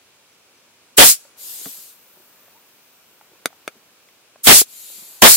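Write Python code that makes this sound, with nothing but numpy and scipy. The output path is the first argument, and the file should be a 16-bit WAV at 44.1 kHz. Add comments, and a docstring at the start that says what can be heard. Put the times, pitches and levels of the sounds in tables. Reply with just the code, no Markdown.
"""Three air blasts overload the converter; hisses, snaps, knocks, rubs and far chirps fill the gaps outdoors.
A hand works the trigger of an air-driven paste gun beside a stereo microphone.
Blasts, barrel air, rubbing and the yard's hush are shaped noise; trigger snaps and knocks of the gun,
hose and tray are damped modes; bird chirps and a squeak of slipping paste are gliding sines."""
import sys
import numpy as np
from scipy import signal
from scipy.fft import rfft, irfft
from scipy.io import wavfile
from scipy.ndimage import uniform_filter1d

SR = 44100
rng = np.random.default_rng(int(sys.argv[2]) if len(sys.argv) > 2 else 0)


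def to_wav(sig):
    """Store sig (one row per channel, or 1-D mono) as 16-bit WAV at the path in sys.argv[1].

    Samples outside -1..1 are clipped; the rate is SR.
    """
    pcm = np.clip(np.atleast_2d(sig), -1, 1) * 32767
    pcm = np.round(pcm).astype(np.int16)
    wavfile.write(sys.argv[1], SR, pcm.T)  # frames by channels


N = 236640

# hiss and rubbing: (frequency [Hz], left-right correlation [-1 to 1])
HISS_LIKENESS = [(60, 0.88), (240, 0.63), (950, 0.98), (3770, 0.24), (15000, 0.12)]


def amp(db):
    """Decibels to gain."""
    return 10 ** (np.asarray(db) / 20)


def left_right(left_over_right_db):
    """Splits a level difference into one dB offset per channel."""
    return np.outer([.5, -.5], left_over_right_db)


def evened(x):
    """Scales to an rms of one."""
    return x / np.sqrt(np.mean(x ** 2) + 1e-20)


def read(points, hz):
    """Reads a table on a log-frequency axis."""
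    f, value = np.transpose(points)
    return np.interp(np.log(hz + 1), np.log(f + 1), value)


def add(mix, s, sound):
    """Mixes a two-channel sound in at time s."""
    part = mix[:, round(s * SR):][:, :sound.shape[1]]
    part += sound[:, :part.shape[1]]


def high_pass(x, hz):
    """Second-order bass cut."""
    return signal.sosfilt(signal.butter(2, hz, "high", fs=SR, output="sos"), x)


def noise(tone, likeness, patchy_db, count):
    """Two-channel noise from random short-time spectra with drifting patches, at an rms of one."""
    frames = count // 256 + 5
    hz = np.fft.rfftfreq(1024, 1 / SR)
    a, b, c, d, patches = rng.standard_normal((frames, 513, 5)).T
    patches = uniform_filter1d(patches, size=12, axis=0)
    patches = evened(uniform_filter1d(patches, size=12, axis=1))
    alike = np.clip(read(likeness, hz), -1, 1)[:, None]
    left = a + 1j * b
    right = alike * left + np.sqrt(1 - alike ** 2) * (c + 1j * d)
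    spectra = np.array([left, right]) * amp(read(tone, hz)[:, None] + patchy_db * patches)
    return evened(signal.istft(spectra, nperseg=1024, noverlap=768)[1][:, :count])


def hush():
    """The yard's steady background: quiet, partly shared noise."""
    # (frequency [Hz], relative level [dB per Hz])
    tone = [(18, -63), (30, -35), (75, -6), (115, -11), (225, -6.5), (361, -6.5), (401, -2.5), (433, -6.5),
            (469, -4), (771, -8), (1480, -7), (1930, -11), (2380, -5.5), (3340, -8.5), (6100, -10.5),
            (15700, -18)]
    # (frequency [Hz], left-right correlation [-1 to 1])
    likeness = [(60, 0.72), (180, 0.95), (550, 0.73), (1650, 0.51), (4970, -0.31), (15000, -0.21)]
    level_db = -55
    return amp(level_db) * noise(tone, likeness, patchy_db=0.32, count=N)


def whistle(length_s, start_hz, end_hz, peak_db):
    """A thin gliding tone: a sine under a smooth swell, alike in both channels."""
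    hz = np.linspace(start_hz, end_hz, round(length_s * SR))
    tone = np.sin(2 * np.pi * np.cumsum(hz) / SR) * np.hanning(len(hz))
    return amp(peak_db) * np.tile(tone, (2, 1))


def blast(open_s, lead_s, leak_db, shut_s, shutting_s, strength_db):
    """A bright jet at the vent, and a roar that dies bass first as the barrel empties."""
    # (frequency [Hz], relative level [dB per Hz])
    jet_tone = [(300, -60), (800, -32), (1600, -23), (2400, -16.5), (3200, -13.5), (4000, -8), (6200, -5.5),
                (7600, -1.5), (9500, -2.5), (12000, -4), (16000, -5.5)]
    # (frequency [Hz], relative level [dB per Hz])
    roar_tone = [(30, 0), (100, -5), (250, 0.5), (700, -0.5), (1300, -2.5), (2500, -2.5), (4500, -4.5),
                 (8000, -22.5), (16000, -42.5)]
    # (frequency [Hz], left-right correlation [-1 to 1])
    jet_likeness = [(60, 0.02), (180, 0.15), (550, 0.041), (1650, 0.74), (4970, -0.13), (15000, -0.3)]
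    # (frequency [Hz], left-right correlation [-1 to 1])
    roar_likeness = [(60, -0.14), (380, 0.35), (2380, 0.082), (15000, -0.07)]
    # (frequency [Hz], share that belongs to the jet's top [0 to 1])
    jet_top = [(6000, 0), (11000, 1)]
    roar_bands_hz, bass_fade = (100, 300, 1000, 3000), .17  # fades this share faster for each band down
    closed_db, crack_s, leak_db_per_s, pop_s = -36, .0035, 419, .003
    full_s, jet_sag_db_per_s2 = .05, 899
    roar_drop_db, roar_drop_s, roar_steep = 58, .08, 1.7
    cut_db, trail_db_per_s, trail_s, roar_shut = 39, 120, .2, .25
    top_lift, top_shut_db = .28, -6  # dB of lift per dB of choke; dulling once shut
    jet_left_db, top_left_db = 2, -2.5  # the top's offset adds to the jet's
    roar_left_db, swing_db, swing_s = -1.5, 9, .039

    t = np.arange(-lead_s, shut_s + shutting_s + trail_s, 1 / SR)
    count = len(t)
    hz = np.fft.rfftfreq(count, 1 / SR)

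    # the leak swells, then the valve pops wide
    crack_db = closed_db * np.exp(-(t + lead_s) / crack_s)
    gap_db = np.minimum(crack_db + leak_db + leak_db_per_s * t, 0)
    choke_db = gap_db * np.clip(-t / pop_s, 0, 1)
    # shutting cuts the flow; a remnant trails off
    shut = np.sin(np.pi / 2 * np.clip((t - shut_s) / shutting_s, 0, 1)) ** 2
    shut_db = -cut_db * shut - trail_db_per_s * np.maximum(t - shut_s - shutting_s, 0)

    # after full pressure the jet sags ever faster until shutting starts
    spent_s = np.maximum(t - full_s, 0)
    sag_db = jet_sag_db_per_s2 * np.minimum(spent_s, shut_s - full_s) ** 2
    jet_db = strength_db + choke_db - sag_db + shut_db
    top_db = top_shut_db * shut - top_lift * choke_db + left_right(top_left_db)
    jet = noise(jet_tone, jet_likeness, patchy_db=1.5, count=count)
    top = irfft(rfft(jet) * read(jet_top, hz), count)
    jet = amp(jet_db) * (jet + (amp(top_db) - 1) * top)  # a narrow gap hisses higher

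    # the roar is weak through a narrow gap and collapses after full pressure
    collapse_db = roar_drop_db * (1 - np.exp(-spent_s / roar_drop_s))
    roar_db = roar_steep * choke_db - collapse_db + roar_shut * shut_db
    spectrum = rfft(noise(roar_tone, roar_likeness, patchy_db=1.5, count=count))
    roar = 0
    for k, own in enumerate(np.eye(len(roar_bands_hz))[::-1]):  # highest band first
        share = read(list(zip(roar_bands_hz, own)), hz)  # overlapping bands that sum to one
        band = irfft(spectrum * share, count)
        roar = roar + amp(strength_db + (1 + k * bass_fade) * roar_db) * band
    # the dying roar swings left and back
    pan_db = roar_left_db + swing_db * spent_s / swing_s * np.exp(1 - spent_s / swing_s)
    return open_s - lead_s, jet * amp(left_right(jet_left_db)) + roar * amp(left_right(pan_db))


def rubbing():
    """Hand and paste dragged along the tray: a low, lumpy rustle swelling and fading with each stroke."""
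    # (middle [s], half length [s], level [dB])
    stroke_rows = [(1.55, 0.31, -59.5), (2.45, 0.24, -61.5), (3.5, 0.41, -63.5), (5.1, .25, -62.5)]
    # (frequency [Hz], relative level [dB per Hz])
    tone = [(100, -25), (200, -4), (450, -1), (900, -0.5), (2000, -4), (4000, -16), (8000, -34)]
    t = np.arange(N) / SR
    strokes = sum(amp(db) * np.exp(-((t - s) / half_s) ** 2) for s, half_s, db in stroke_rows)
    return strokes * noise(tone, HISS_LIKENESS, patchy_db=2, count=N)


def knock(level_db, hz, t60_s):
    """A dull tap: a damped note with weaker, shorter overtones."""
    t = np.arange(6000) / SR
    ratio = np.array([[1], [1.6], [2.5], [4.1]])
    note_db = -5 * np.log2(ratio) - 60 * ratio ** .5 * t / max(t60_s, .005)
    notes = amp(note_db) * np.sin(2 * np.pi * ratio * hz * t)
    attack = np.minimum(t / .0013, 1)
    return amp(level_db) * np.tile(notes.sum(0), (2, 1)) * attack


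def hiss(row, tone):
    """Turbulent air through a narrow valve, coloured by the passages around it."""
    close_db_per_s, left_db = 168, 2.5
    s, rise_s, level_db, steady_s, fade_db_per_s, close_s, length_s = row
    t = np.arange(0, length_s, 1 / SR)
    fade_db = fade_db_per_s * np.maximum(t - steady_s, 0)
    closing_db = close_db_per_s * np.maximum(t - close_s, 0)
    flow_db = level_db - fade_db - closing_db
    rise = (1 - np.exp(-t / rise_s)) ** 2
    air = noise(tone, HISS_LIKENESS, patchy_db=1.7, count=len(t))
    air = air * signal.windows.tukey(len(t), .02)
    return s, air * rise * amp(flow_db + left_right(left_db))


def snap(peak_db, treble_db, left_db, tail_db):
    """Trigger modes ring some two milliseconds until the finger damps them; surfaces scatter a tail."""
    # (frequency [Hz], level before tilt [dB])
    trigger_modes = [(590, -2.5), (950, -7), (1350, 0.5), (1600, -7.5), (2300, 1), (2800, -6.5),
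                     (3600, -1.5), (4600, -2), (5600, -6), (6300, -1), (7400, -7), (8500, -4.5), (9400, 0),
                     (10500, -6.5), (11900, -6.5), (13000, -11), (14100, -11), (15200, -17)]
    t = np.arange(3000) / SR
    hz, db = np.transpose(trigger_modes)[:, :, None]
    tilt_db = treble_db * np.clip(np.log2(hz / 2000) / 2, 0, 1)
    start_s = rng.uniform(0, .00077, hz.shape) * (hz > 2000)  # parts rattle into place at scattered moments
    modes = amp(db + tilt_db) * np.sin(2 * np.pi * hz * (t - start_s)) * (t >= start_s)
    ring = modes.sum(0) * np.exp(-(t / .0019) ** 3)
    ring = high_pass(ring, 260)  # a small part radiates little bass
    scatter = rng.standard_normal((2, len(t))) * amp(-60 * t / .045) * (t > .001)
    scatter = scatter / np.linalg.norm(scatter[0])
    tail = signal.fftconvolve(ring[None], scatter, axes=1)[:, :len(t)]
    return amp(peak_db + left_right(left_db)) * (ring + amp(tail_db) * tail) / abs(ring).max()


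def scene():
    """All sources over the hush of the yard."""
    # bird: (start [s], length [s], start pitch [Hz], end pitch [Hz], peak [dB])
    chirps = [(.31, .025, 6100, 5800, -60), (.54, .03, 6300, 5950, -62), (.565, .025, 5900, 5900, -60)]
    # paste slipping on the tray: (start [s], length [s], start pitch [Hz], end pitch [Hz], peak [dB])
    squeaks = [(2.525, .08, 740, 1090, -54)]
    # vent: (fully open [s], valve cracks this early [s], leak level [dB], starts shutting after [s],
    # shutting takes [s], strength [dB])
    blasts = [(.984, .016, -5, .107, .115, -1), (4.4719, .040, -10, .131, .06, -0.5),
              (5.2225, .007, -5, .125, 0.065, -1)]
    # gun, hose and tray: (start [s], level [dB], pitch [Hz], t60 [s])
    knocks = [(1.25, -45, 560, .06), (1.613, -39, 406, .02), (1.661, -39, 188, .09),
              (1.662, -30.5, 275, .075), (1.692, -43.5, 248, .033), (1.782, -51, 218, .04),
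              (2.065, -44, 5200, .007), (2.171, -47, 372, .06), (2.2, -48, 363, .05),
              (2.481, -39.5, 704, .015), (3.211, -36.5, 850, .018), (3.316, -46, 479, .027),
              (3.332, -45, 355, .04), (3.5035, -41, 690, .02), (3.528, -35, 796, .014),
              (3.755, -43.5, 403, .02), (3.765, -47, 228, .05), (4.087, -41.5, 2097, .014),
              (4.358, -33.5, 640, .016), (4.6162, -10, 430, .015), (4.9, -40, 550, .018),
              (4.98, -50, 210, .075), (5.022, -49, 207, .07)]
    # air entering the barrel, one row a pull: (start [s], rise [s], level [dB], steady for [s],
    # fade [dB/s], valve closes after [s], ends after [s])
    fill = (1.358, .037, -33, .3, 43, .54, .69)
    refill = (4.64, .052, -38.5, .32, 24.5, .6, .58)
    # air seeping on while the paste is pushed out: same columns
    seep = (1.8, .04, -53.5, .2, 5.5, 2.4, 2.6)
    # (frequency [Hz], relative level [dB per Hz])
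    fill_tone = [(1200, -34), (2500, -23.5), (3900, -14.5), (6000, -16.5), (6800, -11), (9500, -12),
                 (11300, -13), (12000, -11.5), (12400, 0), (12800, -9), (13500, -8.5), (14000, -13),
                 (14600, -15), (16000, -18.5)]
    # (frequency [Hz], relative level [dB per Hz])
    refill_tone = [(1200, -35), (2400, -17), (4300, -8), (5500, -15), (7300, -3.5), (8500, -10),
                   (10500, -4.5), (11300, -15.5), (12200, -1), (12700, -1.5), (13000, -9), (13700, -5),
                   (14500, -14), (15700, -25)]
    # (frequency [Hz], relative level [dB per Hz])
    seep_tone = [(3000, -30), (6000, -16), (10100, -11), (11700, -12), (12500, -3), (13100, -9),
                 (13900, -2), (14200, -4), (14550, 0), (15200, -5), (16000, -12)]
    # trigger: (start [s], ring peak [dB], treble over bass [dB], left over right [dB], tail [dB])
    snaps = [(3.4575, -1, -1, 0, -8), (3.6777, -10.5, -10.5, 0.5, -7), (1.6575, -27, -12, 1, -2)]

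    mix = hush() + rubbing()
    for row in blasts:
        add(mix, *blast(*row))
    for row, tone in ((fill, fill_tone), (refill, refill_tone), (seep, seep_tone)):
        add(mix, *hiss(row, tone))
    for table, source in ((snaps, snap), (knocks, knock), (chirps, whistle), (squeaks, whistle)):
        for s, *row in table:
            add(mix, s, source(*row))
    return mix


def record(dry):
    """The microphone drops deep bass, the converter clips the blasts, a steep low-pass limits the band."""
    low_cut_hz, edge_hz = 90, 15820
    clipped = np.clip(high_pass(dry, low_cut_hz), -.97, .97)
    edge = signal.firwin(1535, edge_hz, window=("kaiser", 9), fs=SR)
    return signal.oaconvolve(clipped, edge[None], "same")


dry = scene()
out = record(dry)
to_wav(out)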